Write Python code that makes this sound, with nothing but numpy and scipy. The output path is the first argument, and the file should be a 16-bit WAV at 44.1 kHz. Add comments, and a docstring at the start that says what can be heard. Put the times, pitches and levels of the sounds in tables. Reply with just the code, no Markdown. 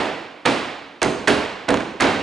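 """In a large, hard-walled workshop, a hand pounds on the sliding side window of a parked old off-road vehicle.
Each blow is a burst of noise for the slap, fading sine waves for the booming door and a deep noisy shudder.
The loose pane clacks in its channel: short bursts of noise. The hall rings on for about a second as
fading stereo noise, over a steady room tone. The first blow has just fallen when the scene opens."""
import sys
import numpy as np
from scipy import signal
from scipy.fft import rfft, irfft, next_fast_len
from scipy.io import wavfile
from scipy.ndimage import uniform_filter1d, minimum_filter1d

SR = 44100
rng = np.random.default_rng(int(sys.argv[2]) if len(sys.argv) > 2 else 0)


def dump_mix(stems):
    """Bounce the given channels to the path in sys.argv[1] as a 16-bit WAV at rate SR."""
    frames = np.atleast_2d(stems).T  # one column per channel
    limited = np.clip(frames, -1, 1)  # hard clip at full scale
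    pcm = np.round(limited * 32767).astype(np.int16)
    wavfile.write(sys.argv[1], SR, pcm)


N = 98078  # length of the scene in samples

# Blows of the hand. Each row: start in seconds, slap level in dB, bass in dB, treble in dB, attack in seconds,
# hall level in dB, hall treble in dB, door ring in dB, body shudder in dB, door pitch the spot favours in Hz.
# All dB values are on top of the general level of that sound.
BLOWS = [(-.055, 3.5, -6, -19, .002, 1.5, -7, -5, -5, 273),
         (.452, -2, -2.5, -1, 0.001, 1.5, -3, 2.5, -1.5, 261),
         (1.018, -2.5, 6.5, 0.5, 0.00013, -2, -9, 1.5, 0.5, 379),
         (1.2735, -2.5, -3, 8.5, 0.00028, 2.5, -4.5, 6, 6, 420),
         (1.682, 0.5, 3, -10, 0.001, -2, -10.5, 4.5, -1, 490), (2, -4, 3, 2, 0.001, 5.5, -7, 2, 2, 278)]

# The slap, a dense ring of glass and panels. Each row: frequency in Hz, relative strength in dB per Hz.
SLAP = [(15, -36), (50, -11), (130, -10), (280, -3.5), (600, 2.5), (1000, -1), (1700, 1.5), (3000, -8.5),
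        (5500, -20.5), (10000, -32)]
# How long the slap rings. Each row: frequency in Hz, time to fall by 60 dB in seconds.
SLAP_T60 = [(60, .5), (300, 1), (900, 0.33), (2500, 0.19), (9000, 0.39)]
SLAP_DB, BASS_RISE_S, RING_S = -15, 0.0049, 0.7
BASS_HZ, TREBLE_HZ = 278, 2200  # where the weight and the sharpness of a blow take hold

# Ringing tones of the door and its window. Each row: frequency in Hz, relative level in dB,
# time to fall by 60 dB in seconds.
DOOR = [(115.9, -10.5, 0.44), (134.7, -11, 0.43), (168.8, -9.5, 0.4), (199.8, -7, 0.52), (230, -5, 0.49),
        (245, -5.5, 0.59), (271.9, -0.5, 0.39), (289.2, 1.5, 0.43), (336.4, -3, 0.59), (370.7, -3, 0.4),
        (418, -3, 0.4), (498.4, -2, 0.26), (618.5, -2, 0.16), (647, -0.5, 0.32), (846, -8, 0.23)]
DOOR_DB, DOOR_RISE_S, DOOR_SCATTER_DB = -22, 0.022, 1.5
SPOT_DB, SPOT_OCTAVES = 7.5, 0.1  # lift of the tones that the struck spot favours, and its width

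# Shudder of the whole vehicle body. Each row: frequency in Hz, relative strength in dB per Hz.
SHUDDER = [(12, -22), (25, 3), (40, -6), (52, 0), (68, 7.5), (85, 8.5), (130, -8.5), (300, -61),
           (1000, -90)]
SHUDDER_DB, SHUDDER_T60_S, SHUDDER_RISE_S = -41, 0.83, 0.019

# The pane hits its channel. Each row: start in seconds, level in dB on top of the general clack level,
# frequency in Hz above which the clack is dull.
CLACKS = [(0.4574, -2.5, 9000), (0.4614, 2.5, 4300), (.4735, 3.5, 2900), (1.0173, -4, 5740),
          (1.0196, -3, 3500), (1.0294, 2.5, 13000), (1.0467, -8.5, 5940), (1.2771, 1, 3030),
          (1.2812, -2.5, 10400), (1.6877, -2, 6660), (1.691, -8, 8600), (1.705, -9, 11000),
          (1.7416, -0.5, 4570), (1.7716, -5, 4200), (1.805, -5.5, 3310), (2.007, 0, 8740), (2.022, 0, 5900),
          (2.0695, -0.5, 3520)]
# Glass against metal. Each row: frequency in Hz, relative strength in dB per Hz.
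CLACK = [(30, -22), (150, -18), (600, 4), (1600, -1.5), (3200, 1), (5200, -2), (6700, 0), (7600, -2.5),
         (8600, 1), (10000, -7.5), (12000, -11)]
CLACK_DB, CLACK_T60_S, CLACK_RISE_S, CLACK_HALL_DB = -10, 0.011, 0.00016, -9.5
CLACK_BODY_HZ, CLACK_BODY_T60_S = 2500, 0.039  # below this the contact rings on a little
# Faint ticks of the pane while it still shakes
CHATTER_DB, CHATTER_SPAN_S, CHATTER_FALL_DB_PER_S = -14.5, 0.17, 50
CHATTER_SCATTER_DB, CHATTER_DULL_HZ = 6, 4040

# How long the hall rings. Each row: frequency in Hz, time to fall by 60 dB in seconds.
HALL_T60 = [(60, 1.37), (250, 1.1), (700, 1.0948), (2000, 1.16), (4000, 1.09), (7000, 0.86), (11000, 0.56)]
# The hall's answer to a blow. Each row: frequency in Hz, relative strength in dB per Hz.
HALL = [(30, -27.5), (90, -11.5), (160, -3), (290, 1), (500, 2), (800, 2), (1300, -2), (2600, -2.5),
        (4000, -7.5), (5000, -11.5), (6000, -17), (9000, -21), (11000, -32.5)]
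# Stereo spread of the hall. Each row: frequency in Hz, level of the side signal in dB.
HALL_WIDTH = [(100, -36), (500, -8), (1300, -11), (4000, -11), (10000, -10)]
HALL_DB, HALL_BUILD_S, TAIL_S = -18.5, 0.012, 1.4

# Left minus right near the door. Each row: frequency in Hz, difference in dB.
NEAR_PAN = [(40, 1), (150, 0), (500, -6.5), (1300, -6.5), (3000, -5), (8000, -2)]
# Left minus right in the hall. Each row: frequency in Hz, difference in dB.
HALL_PAN = [(40, -12), (150, -2), (500, -4), (1300, -5), (3000, -2.5), (8000, -0.1)]

# Room tone. Each row: frequency in Hz, relative strength in dB per Hz.
FLOOR = [(10, -20), (30, -2), (70, -31), (300, 20), (1000, -20.5), (4000, -10), (11000, -25)]
FLOOR_DB = -52.5

LIMIT_DB, LIMIT_HOLD_S, TOP_HZ = -1.5, 0.002, 11100


def amp(db):
    """Turn decibels into a gain."""
    return 10 ** (np.asarray(db) / 20)


def unit(x):
    """Scale to an rms level of 1."""
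    return x / np.sqrt(np.mean(x ** 2) + 1e-20)


def along(points, hz):
    """Read a curve of (Hz, value) points on a log frequency axis."""
    f, v = np.transpose(points)
    return np.interp(np.log(hz + 1), np.log(f + 1), v)


def seconds(length):
    """A time axis in seconds."""
    return np.arange(int(length * SR)) / SR


def fade_out(t, t60):
    """A steady die-away that falls by 60 dB in t60 seconds."""
    return np.exp(-np.log(1000) * t / t60)


def rise(t, attack_s):
    """A soft start."""
    return 1 - np.exp(-t / attack_s)


def coloured(x, db_at):
    """Filter with the gain db_at(hz), without any sound ahead of its cause."""
    m = 2 * next_fast_len(x.shape[-1] // 2 + 2048)
    cepstrum = irfft(np.log(amp(db_at(np.fft.rfftfreq(m, 1 / SR)))), m)
    # Folding the cepstrum onto its first half gives a minimum-phase filter
    cepstrum[1:m // 2] *= 2
    cepstrum[m // 2 + 1:] = 0
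    response = np.exp(rfft(cepstrum))
    return irfft(rfft(x, m) * response, m)[..., :x.shape[-1]]


def shape_db(points, hz):
    """A spectrum in dB that keeps the power of white noise."""
    db = along(points, hz)
    return db - 10 * np.log10(np.mean(amp(db) ** 2))


def lows(x, cutoff_hz):
    """The part below the cutoff, filtered forwards and backwards so that it is not delayed."""
    return signal.sosfiltfilt(signal.butter(2, cutoff_hz, fs=SR, output="sos"), x)


def dying(t60, length):
    """White noise in which each frequency dies at its own speed."""
    n = int(length * SR)
    hz, t, spectrum = signal.stft(rng.standard_normal(n), SR, nperseg=256)
    t60_s = np.maximum(along(t60, hz), 1e-3)[:, None]
    return signal.istft(spectrum * fade_out(t, t60_s), SR)[1][:n]


def panned(pair, pan):
    """Lean a pair of channels to one side, by frequency."""
    left = coloured(pair[0], lambda hz: along(pan, hz) / 2)
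    right = coloured(pair[1], lambda hz: -along(pan, hz) / 2)
    return np.array([left, right])


def add(out, s, x):
    """Mix x in at time s, cutting off what lies outside the scene."""
    start = round(s * SR)
    x = x[:, max(-start, 0):N - start]
    out[:, max(start, 0):][:, :x.shape[1]] += x


def pounding():
    """Each blow sounds at the door, mostly to the right, and in the hall."""
    out = np.zeros((2, N))
    for (s, slap_db, bass_db, treble_db, attack_s,
         hall_db, hall_treble_db, ring_db, shudder_db, spot_hz) in BLOWS:
        near = amp(slap_db) * slap(bass_db, treble_db, attack_s)
        near = near + amp(ring_db) * door(spot_hz)
        near = near + amp(shudder_db) * shudder()
        add(out, s, panned([near, near], NEAR_PAN))

        def answer_db(hz):
            return shape_db(HALL, hz) + touch(hz, bass_db, hall_treble_db)

        add(out, s, amp(HALL_DB + hall_db) * hall(answer_db))
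    return out


def slap(bass_db, treble_db, attack_s):
    """Countless close tones of glass and panels, as noise; the lows have their own start time."""
    t, ring = seconds(RING_S), dying(SLAP_T60, RING_S)
    low = lows(ring, 2 * BASS_HZ)
    ring = low * rise(t, BASS_RISE_S) + (ring - low) * rise(t, attack_s)
    return amp(SLAP_DB) * coloured(ring, lambda hz: shape_db(SLAP, hz) + touch(hz, bass_db, treble_db))


def touch(hz, bass_db, treble_db):
    """A heavier blow has more bass, a flatter slap more treble."""
    bass = bass_db / (1 + (hz / BASS_HZ) ** 2)
    treble = treble_db * hz ** 2 / (hz ** 2 + TREBLE_HZ ** 2)
    return bass + treble


def door(spot_hz):
    """The door booms in its low tones, with a lift for those that the struck spot favours."""
    t = seconds(RING_S)
    hz, db, t60 = np.transpose(DOOR)[:, :, None]
    octaves_away = np.log2(hz / spot_hz)
    scatter_db = DOOR_SCATTER_DB * rng.standard_normal(hz.shape)
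    db = db + scatter_db + SPOT_DB * np.exp(-(octaves_away / SPOT_OCTAVES) ** 2)
    waves = np.sin(2 * np.pi * (hz * t + rng.random(hz.shape)))  # each starts at a random phase
    tones = amp(db) * fade_out(t, t60) * waves
    return amp(DOOR_DB) * tones.sum(0) * rise(t, DOOR_RISE_S)


def shudder():
    """A deep, slowly fading shake of the bodywork, made of low noise."""
    t = seconds(RING_S)
    rumble = unit(coloured(rng.standard_normal(len(t)), lambda hz: along(SHUDDER, hz)))
    return amp(SHUDDER_DB) * rumble * rise(t, SHUDDER_RISE_S) * fade_out(t, SHUDDER_T60_S)


def rattle():
    """The loose pane clacks and chatters after the blows, with a faint echo from the hall."""
    near = np.zeros((1, N))
    for s, db, dull_hz in CLACKS:
        add(near, s, amp(db) * clack(dull_hz)[None])
    # Seven ticks at random moments after each blow, the later ones generally fainter
    for s, db, *_ in BLOWS:
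        for delay in CHATTER_SPAN_S * rng.uniform(.1, 1, size=7):
            tick_db = db + CHATTER_DB - CHATTER_FALL_DB_PER_S * delay
            tick_db += CHATTER_SCATTER_DB * rng.standard_normal()
            add(near, s + delay, amp(tick_db) * clack(CHATTER_DULL_HZ)[None])
    tail = hall(np.zeros_like)  # a tail without added colour
    echo = signal.fftconvolve(near, tail / np.linalg.norm(tail[0]), axes=1)[:, :N]
    return panned([near[0], near[0]], NEAR_PAN) + amp(CLACK_HALL_DB) * echo


def clack(dull_hz):
    """A short, hard contact of the pane's edge with its channel: a bright tick over a longer body."""
    t = seconds(RING_S / 10)
    noise = rng.standard_normal(len(t))
    body = lows(noise, CLACK_BODY_HZ)
    tick = noise - body
    crack = tick * fade_out(t, CLACK_T60_S) + body * fade_out(t, CLACK_BODY_T60_S)

    def dulled_db(hz):
        return shape_db(CLACK, hz) - 10 * np.log10(1 + (hz / dull_hz) ** 6)

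    return amp(CLACK_DB) * coloured(crack * rise(t, CLACK_RISE_S), dulled_db)


def hall(db_at):
    """Echoes too dense to tell apart: a fresh stereo noise tail of the workshop, coloured by db_at(hz)."""
    tails = np.array([dying(HALL_T60, TAIL_S) for _ in range(2)])
    mid, side = coloured(tails * rise(seconds(TAIL_S), HALL_BUILD_S), db_at)
    side = coloured(side, lambda hz: along(HALL_WIDTH, hz))
    return panned([mid + side, mid - side], HALL_PAN)


def room_tone():
    """The steady, faint background: noise shaped by frequency."""
    noise = rng.standard_normal(N)
    tone = amp(FLOOR_DB) * unit(coloured(noise, lambda hz: along(FLOOR, hz)))
    return panned([tone, tone], HALL_PAN)


def scene():
    """Blows, the rattling pane and the room tone."""
    return pounding() + rattle() + room_tone()


def record(dry):
    """A limiter holds down the highest peaks; a steep filter cuts the top of the treble."""
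    hold = max(int(LIMIT_HOLD_S * SR), 2)
    needed = np.minimum(1, amp(LIMIT_DB) / (np.abs(dry).max(0) + 1e-9))
    limited = dry * uniform_filter1d(minimum_filter1d(needed, hold), hold)
    m = next_fast_len(N + SR // 2)
    gain = 1 / np.sqrt(1 + (np.fft.rfftfreq(m, 1 / SR) / TOP_HZ) ** 120)
    return irfft(rfft(limited, m) * gain, m)[:, :N]


dry = scene()
out = record(dry)
dump_mix(out)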